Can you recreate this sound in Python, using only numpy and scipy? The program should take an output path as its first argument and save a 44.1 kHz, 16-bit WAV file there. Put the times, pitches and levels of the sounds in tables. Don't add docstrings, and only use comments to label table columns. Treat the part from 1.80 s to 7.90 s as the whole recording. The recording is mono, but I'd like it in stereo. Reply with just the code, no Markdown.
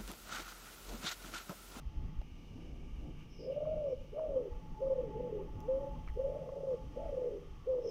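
import sys
import numpy as np
from scipy import signal
from scipy.fft import rfft, irfft, next_fast_len
from scipy.io import wavfile
from scipy.ndimage import uniform_filter1d

SR = 44100
rng = np.random.default_rng(int(sys.argv[2]) if len(sys.argv) > 2 else 0)


def generate_wav(sig):
    pcm = np.round(np.clip(np.atleast_2d(sig).T, -1, 1) * 32767).astype(np.int16)
    wavfile.write(sys.argv[1], SR, pcm)


def invert_db(x):
    u = np.asarray(x, float) / 20
    return 10 ** u


N = 269010
T = np.arange(N) / SR
HZ = np.arange(N // 2 + 1) * SR / N + 1e-3

# time in seconds, pitch in Hz, level in dB.
PHRASE_ONE = [
    [(1.59, 376.4, -49.5), (1.666, 486.2, -44.5), (1.698, 531.3, -36), (1.758, 585, -37.5),
     (1.906, 627, -35), (2.004, 608, -36.5), (2.132, 512.8, -35), (2.15, 517.2, -56)],
    [(2.322, 349, -49), (2.348, 552.8, -43.5), (2.39, 636.2, -37), (2.45, 628, -36), (2.496, 568.5, -41),
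     (2.575, 519.8, -29), (2.604, 489.4, -44), (2.69, 355, -45)],
    [(2.99, 383, -60.5), (3.024, 536, -34), (3.115, 532, -31), (3.158, 525, -31.5), (3.19, 504.2, -32),
     (3.218, 495.9, -40.5), (3.27, 434, -47), (3.32, 404.8, -47.5)],
    [(3.33, 399, -47.5), (3.405, 498.6, -36.5), (3.486, 493, -45), (3.508, 452.7, -37), (3.634, 377.8, -45),
     (3.66, 390.5, -46.5)],
    [(3.815, 386.3, -56.5), (3.87, 438.7, -53), (3.89, 521.3, -31.5), (3.936, 530.1, -31),
     (4.038, 562.5, -40.5), (4.078, 552.3, -39), (4.1, 566.4, -67.5)],
]
# time in seconds, pitch in Hz, level in dB.
PHRASE_TWO = [
    [(4.36, 405, -47), (4.4, 527.6, -30.5), (4.498, 564.9, -41), (4.59, 579.4, -47), (4.79, 552.5, -42),
     (4.9, 526.7, -34.5), (4.942, 486.3, -35), (4.97, 470.5, -58.5)],
    [(5.14, 430.5, -74), (5.172, 510.8, -35), (5.205, 638.7, -41), (5.245, 677.7, -43), (5.314, 569, -41),
     (5.378, 508.8, -35), (5.466, 487.2, -39.5), (5.55, 400.6, -42), (5.6, 383, -55.5)],
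    [(5.85, 370.8, -59.5), (5.886, 525, -33.5), (5.916, 520.6, -31.5), (6.02, 471.2, -37.5),
     (6.1, 461.6, -42)],
]
NOTE_HOARSE_SHARE = [.95, .85, .9, .9, .4, 1.0, 1.0, .9]
# time in seconds, depth in dB.
CATCHES = [(1.739, 22), (1.752, 10), (1.795, 14), (1.85, 8), (1.95, 8), (1.995, 7), (2.03, 8), (2.53, 8),
           (2.55, 8), (1.905, 8), (2.352, 8), (2.645, 10), (3.093, 16), (3.148, 18), (3.172, 14),
           (3.218, 14), (3.388, 8), (3.422, 14), (3.49, 12), (3.515, 10), (3.54, 10), (4.0, 10), (4.06, 24),
           (4.412, 8), (4.43, 12), (4.385, 12), (4.648, 20), (4.711, 20), (4.75, 18), (4.82, 14), (5.19, 8),
           (4.798, 18), (4.863, 16), (5.312, 18), (5.358, 20), (5.405, 10), (5.5, 10), (6.01, 18),
           (6.035, 10)]
# time in seconds, pitch in Hz, level in dB.
SEEPS = [
    [(1.48, 5240, -89), (1.494, 5240, -82), (1.554, 5240, -71), (1.618, 5240, -70), (1.64, 5240, -72)],
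    [(6.0, 5240, -85), (6.018, 5240, -76), (6.074, 5240, -62), (6.1, 5240, -60)],
]
# time in seconds, pitch in Hz, level in dB.
RASPS = [
    [(1.5, 5500, -79), (1.54, 5590, -69), (1.56, 5330, -78), (1.6, 4980, -66.5), (1.64, 4960, -65),
     (1.67, 5050, -69), (1.685, 5030, -73.5), (1.74, 5130, -79)],
    [(2.07, 5750, -80), (2.1, 5600, -76), (2.14, 5300, -79)],
]
# delay in seconds, level in dB, left minus right in dB.
ECHOES = [(.012, -16, 2), (.045, -18, -2), (.083, -21, 1), (.097, -22, -1), (.108, -25, 1)]
# frequency in Hz, density in dB per Hz.
GUST_SPECTRUM = [(7.1, -32), (12, -2), (38, 0), (56, -4), (91, -13), (110, -14), (140, -44), (240, -120)]
# time in seconds, peak in dB, half length in seconds.
GUSTS = [(.07, -43.5, 0.051), (.22, -41, 0.055), (.38, -39, 0.028), (.54, -50, 0.031), (.73, -44.5, 0.035),
         (1.1, -45, 0.27), (1.93, -46.5, 0.085), (2.23, -47, 0.048), (2.53, -42.5, 0.038), (2.74, -42, .04),
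         (2.92, -44, 0.027), (3.2, -49.5, 0.2), (3.41, -50, 0.034), (3.65, -43.5, 0.097),
         (3.76, -36, 0.023), (4.0, -47.5, 0.18), (4.2, -57, 0.056), (4.32, -41, 0.14), (4.55, -47, 0.039),
         (5.06, -42.5, 0.032), (5.27, -45, 0.082), (5.5, -44, 0.016), (5.72, -50, 0.067)]
# time in seconds, peak in dB, ring in Hz, T60 in seconds.
TAPS = [(.414, -47.5, 398, 0.025), (.416, -48.5, 620, 0.022), (.4175, -48.5, 830, 0.018),
        (.417, -56.5, 2060, 0.011), (1.854, -45, 1110, 0.02), (2.381, -50.5, 1160, 0.039),
        (2.395, -33.5, 900, 0.0063), (4.16, -50.5, 1066, 0.05), (3.609, -55.5, 1096, .03),
        (4.267, -61.5, 2220, .01), (4.2765, -40.5, 2290, 0.024), (4.2762, -44.5, 1240, 0.026),
        (4.286, -38, 1980, 0.011), (4.293, -46.5, 2080, 0.022), (4.3, -44, 1870, 0.013),
        (4.691, -44.5, 1100, 0.021)]
# time in seconds, peak in dB, ring in Hz, T60 in seconds.
SNAPS = [(3.8048, -52, 5700, .005), (3.8048, -59, 3300, .005), (3.805, -57, 11500, .005),
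         (3.8048, -60, 14600, .005), (3.805, -62, 7600, .004), (3.813, -64, 6500, .008),
         (3.813, -72, 12000, .01), (6.097, -62, 8000, .004), (6.097, -64, 12500, .004)]
# time in seconds, peak in dB, centre in Hz.
TICKS = [
    (.4165, -66, 1600),
    (.4165, -41.5, 2880),
    (4.925, -78, 9000),
    (6.098, -61, 8040),
    (6.098, -62, 2490),
]
# frequency in Hz, density in dB per Hz.
LEAVES_BEHIND = [(530, -33), (900, -4), (1060, -13.5), (1100, -11), (1160, -2), (1350, -15.5),
                 (1550, -12.5), (1990, -15), (2280, -3), (2640, -8.5), (2910, -1), (3330, -15), (4200, -28),
                 (5460, -53.5), (9240, -120)]
# frequency in Hz, density in dB per Hz.
LEAVES_AHEAD = [(530, -26.5), (900, -11), (924, -18), (1020, -20.5), (1100, -10), (1220, -13), (1540, -25),
                (1940, -19), (2340, -20.5), (2830, -19), (3140, -18), (3940, -41), (4200, -37.5),
                (5460, -63), (9240, -120)]
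# frequency in Hz, density in dB per Hz.
RUSTLE_SPECTRUM = [(2120, -33), (3600, 0.5), (4050, -5.5), (4810, -1.5), (5710, -0.5), (6120, 0.5),
                   (6710, -6), (7540, -11), (11400, -13.5), (15000, -13), (15700, -18.5)]
# time in seconds, peak in dB over calm, half length in seconds.
BREEZE = [(.01, -7, 0.012), (.6, -8, 0.074), (.84, -2.5, 0.061), (1.2, -1.5, 0.055), (1.41, 3, .03),
          (1.73, -0.5, 0.025), (1.95, -15.5, 0.12), (2.24, -5, 0.047), (4.1, -3.5, 0.28), (4.65, -6, 0.3),
          (4.93, -1, 0.035), (5.3, -2, 0.21), (6.1, -3, 0.049)]
# time in seconds, facing of the open side 0-1.
TURN = [
    (.36, 0.96),
    (.44, 0),
    (2.22, 0),
    (2.62, 1),
]
# frequency in Hz, density in dB per Hz.
ROAD_SPECTRUM = [(100, -31), (170, -3.5), (194, -12), (243, -0.5), (317, -4.5), (356, -10), (505, -13.5),
                 (579, -18.5), (654, -20), (800, -20), (1040, -63.5), (1760, -120)]
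# time in seconds, peak in dB, half length in seconds.
SWELLS = [(.22, -58, 0.071), (.6, -67, 0.064), (4.15, -58, 0.069), (6.05, -60.5, 0.11), (.9, -54.5, 0.16),
          (1.26, -50.5, 0.058), (1.88, -59, 0.28), (2.55, -55, 0.063), (3.4, -54, 0.32),
          (3.91, -54.5, 0.18), (4.55, -61, 0.15), (5.25, -57, 0.19)]
# frequency in Hz, density in dB per Hz.
DRONE_SPECTRUM = [(50, -38), (85, -17.5), (102, -6.5), (161, 1.5), (178, -3), (199, -14.5), (210, -8.5),
                  (270, -42), (460, -120)]
# time in seconds, peak in dB, half length in seconds.
REVS = [(.28, -53, 0.12), (.7, -60, 0.19), (.99, -57.5, 0.085), (1.28, -53, 0.026), (1.43, -51.5, 0.036),
        (1.9, -53.5, 0.18), (2.55, -57, .06), (2.9, -55.5, 0.066), (3.4, -50.5, 0.2), (3.82, -56.5, 0.074),
        (4.1, -52, .1), (4.55, -55, 0.14), (4.98, -56, 0.18), (5.3, -62.5, 0.09)]
# time in seconds, peak in dB, half length in seconds.
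WHINE_SWELLS = [(.2, -65, 0.099), (1.33, -71, 0.098), (1.95, -64.5, 0.16), (2.4, -59, 0.031),
                (2.62, -61.5, 0.099), (2.74, -53.5, 0.03), (2.86, -55, 0.023), (3.05, -52.5, 0.13),
                (3.3, -52.5, 0.046), (3.39, -50, 0.075), (3.6, -53, 0.021), (3.7, -55.5, 0.019),
                (3.86, -52, 0.064), (4.03, -49.5, 0.039), (4.16, -51, 0.053), (4.6, -56.5, .28),
                (5.02, -57.5, 0.032), (5.23, -49, 0.052), (5.41, -60, 0.074), (5.72, -66, 0.026),
                (5.96, -61, 0.056)]
# frequency in Hz, left lead in radians.
PORT_PHASE = [(0, -1), (690, 0.76), (1550, 2.5), (2070, 3), (2410, 3.5), (2840, 1.5), (3100, 4.5),
              (4310, 1), (4650, 4.5), (6200, 8.5), (6460, 8.5), (9730, 8.5), (14900, 15), (15900, 7)]
# frequency in Hz, left minus right in dB.
PORT_BALANCE = [(60, 1), (110, 4), (200, 0), (380, 3.5), (700, -3), (1290, -7.5), (2380, -5.5),
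                (4400, -4.5), (8120, 0), (15000, 1)]


def pigeon():
    catch_s, waver_rad, waver_rate_hz = .005, .5, 60
    crop_hz, crop_width_hz = 456, 340
    hollow_hz, hollow_width_hz, hollow_db = 520.4, 64, -4.5
    notes = PHRASE_ONE + PHRASE_TWO
    size, turn = whistle(notes, 0.013)
    catch_db = sum(db * np.exp(-.5 * ((T - s) / catch_s) ** 2) for s, db in CATCHES)
    size = size * invert_db(-catch_db)
    hoarse = hoarseness(notes)
    turn = turn * np.exp(1j * waver_rad * hoarse * walk(waver_rate_hz))

    flutter = .4 * shake(150) + .9 * shake(380)
    raw = np.real(size * hoarse * flutter * turn)
    crop = signal.iirpeak(crop_hz, crop_hz / crop_width_hz, SR)
    hollow = signal.iirpeak(hollow_hz, hollow_hz / hollow_width_hz, SR)
    in_crop = signal.lfilter(*crop, signal.lfilter(*crop, raw))
    in_gullet = invert_db(hollow_db) * signal.lfilter(*hollow, raw)
    halo = .04 * raw + 1.02 * in_crop + in_gullet

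    clear = size * np.sqrt(1 - hoarse ** 2) * turn
    octave = invert_db(-33.5) * size * shake(500) * turn ** 2
    return np.real(clear + octave) + halo


def hoarseness(notes):
    note = np.maximum(np.searchsorted([n[0][0] for n in notes], T) - 1, 0)
    level_db = curves(np.vstack(notes))[1]
    effort = np.interp(level_db, (-45, -32.5), (.9, .16))
    share = uniform_filter1d(np.array(NOTE_HOARSE_SHARE)[note], SR // 50)
    return np.minimum(effort * share, .95)


def small_bird():
    buzz_hz = 536
    size, turn = whistle(SEEPS, .02)
    buzz = np.exp(2j * np.pi * buzz_hz * T)
    line = .65 + .55 * shake(250)
    haze = .65 * shake(1300) * buzz + .2 * shake(500) * buzz ** 2
    seep = size * turn * (line + haze)
    size, turn = whistle(RASPS, .02)
    rasp = size * turn * shake(1100)
    return np.real(seep + rasp)


def cutting(x):
    t60_s, tail_db = .6, -11.5
    t = T[:SR]
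    tail = rng.standard_normal((2, SR)) * invert_db(-60 * t / t60_s) * (t > .02)
    response = invert_db(tail_db) * tail / np.sqrt(np.sum(tail ** 2) / 2)
    for delay_s, db, pan_db in ECHOES:
        response[:, int(delay_s * SR)] += invert_db(db + np.array([pan_db, -pan_db]) / 2)
    smeared = np.real(signal.hilbert(x) * (.6 + .7 * shake(90)))
    return signal.fftconvolve(smeared[None], response, axes=1)[:, :N]


def port_wind():
    lull_db = -53.5
    wind_db = bumps(GUSTS, lull_db)
    gust_pan_db = np.interp(T, (0.15, 0.69), (10, 1.5))
    pan_db = gust_pan_db + 2.5 * invert_db(lull_db - wind_db)
    return bed(GUST_SPECTRUM, 0.87, 1.2, 29) * invert_db(wind_db + np.array([pan_db, -pan_db]) / 2)


def handling(rows):
    out, t = np.zeros(N + SR), T[:SR // 8]
    for s, db, hz, t60_s in rows:
        start = int(s * SR)
        out[start:start + len(t)] += invert_db(db - 60 * t / t60_s) * np.sin(2 * np.pi * hz * t)
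    return out[:N]


def leaf_hiss():
    leaves_db, rustle_db, rustle_follow = -65, -74.5, 0.61
    stir_db = bumps(BREEZE, 0)
    turned_rad = np.clip(curves(TURN)[0], 0, 1) * np.pi / 2
    behind = bed(LEAVES_BEHIND, 0.45, 1.3, 6)
    ahead = bed(LEAVES_AHEAD, 0.45, 1.3, 6)
    leaves = np.cos(turned_rad) * behind + np.sin(turned_rad) * ahead
    rustle = bed(RUSTLE_SPECTRUM, 0.054, 1.0, 3.8)
    return leaves * invert_db(leaves_db + stir_db) + rustle * invert_db(rustle_db + rustle_follow * stir_db)


def far_traffic():
    road_floor_db, drone_floor_db, drone_walk_db = -63, -59, 0.55
    hush_s, hush_half_s, hush_db = 5.76, .12, -5
    hush = hush_db * np.exp(-((T - hush_s) / hush_half_s) ** 2)
    road_db = bumps(SWELLS, road_floor_db) + 0.5 + hush
    drone_db = bumps(REVS, drone_floor_db) + drone_walk_db * walk(9)
    road = bed(ROAD_SPECTRUM, 0.91, 0.89, 9.2)
    drone = bed(DRONE_SPECTRUM, 1.0, 0.51, 3.7)
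    return road * invert_db(road_db) + drone * invert_db(drone_db)


def machine_whine():
    whine_hz, faint_db, fade_db = 861.5, -78, .8
    db = bumps(WHINE_SWELLS, faint_db) + fade_db * walk(14)
    air = .8 + .35 * shake(30) + .35 * shake(110)
    return np.real(invert_db(db) * air * np.exp(2j * np.pi * whine_hz * T))


def ports(x):
    size = next_fast_len(N + SR // 10)
    heard_hz = np.arange(size // 2 + 1) * SR / size + 1e-3
    lead_rad = np.interp(heard_hz, *np.transpose(PORT_PHASE))
    hz, db = np.transpose(PORT_BALANCE)
    balance_db = np.interp(np.log(heard_hz), np.log(hz), db)
    half = invert_db(balance_db / 2) * np.exp(.5j * lead_rad)
    padded = np.pad(x, ((0, 0), (0, size - N)), "linear_ramp")
    return irfft(rfft(padded) * np.array([half, 1 / half]), size)[:, :N]


def whistle(notes, edge_s):
    hz, db = curves(np.vstack(notes))
    gate = sum((T >= n[0][0]) & (T <= n[-1][0]) for n in notes)
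    gate = uniform_filter1d(1. * gate, int(edge_s * SR))
    return np.sqrt(2) * invert_db(db) * gate, np.exp(2j * np.pi * np.cumsum(hz) / SR)


def bed(spectrum, alike, flicker_db, rate_hz):
    hz, db = np.transpose(spectrum)
    colour = invert_db(np.interp(np.log(HZ), np.log(hz), db, -120, -120))
    share = np.clip(alike, 0, 1)
    noise = rng.standard_normal((3, N))
    both = rfft(np.sqrt(share) * noise[0] + np.sqrt(1 - share) * noise[1:]) * colour
    out = 0
    for centre in np.arange(np.log2(hz[0]), np.log2(hz[-1]) + 1):
        part = np.clip(1 - np.abs(np.log2(HZ) - centre), 0, 1)
        out = out + invert_db(flicker_db * walk(rate_hz)) * irfft(both * part, N)
    return unit(out)


def bumps(rows, floor_db):
    power = sum(invert_db(2 * db) * np.exp(-((T - s) / half_s) ** 2) for s, db, half_s in rows)
    return 10 * np.log10(power + invert_db(2 * floor_db))


def shake(rate_hz):
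    return (walk(rate_hz) + 1j * walk(rate_hz)) / np.sqrt(2)


def walk(rate_hz):
    k = int(SR / rate_hz)
    held = np.repeat(rng.standard_normal(N // k + 1), k)
    return unit(uniform_filter1d(uniform_filter1d(held, k), k)[:N])


def curves(table):
    s, *columns = np.transpose(table)
    return [np.interp(T, s, c) for c in columns]


def unit(x):
    return x / np.sqrt(np.mean(np.abs(x) ** 2))


def scene():
    coos, seeps = pigeon(), small_bird()
    birds = coos + seeps + cutting(coos + seeps / 2)
    ticks = [(s, db, hz, 7 / hz) for s, db, hz in TICKS]
    knocks = handling(TAPS + ticks)
    outside = birds + knocks + leaf_hiss() + far_traffic() + machine_whine()
    return ports(outside) + port_wind() + handling(SNAPS)


def low_pass(x):
    return signal.sosfilt(signal.butter(12, 16380, fs=SR, output="sos"), x)


def record(dry):
    return low_pass(dry)


dry = scene()
out = record(dry)
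generate_wav(out)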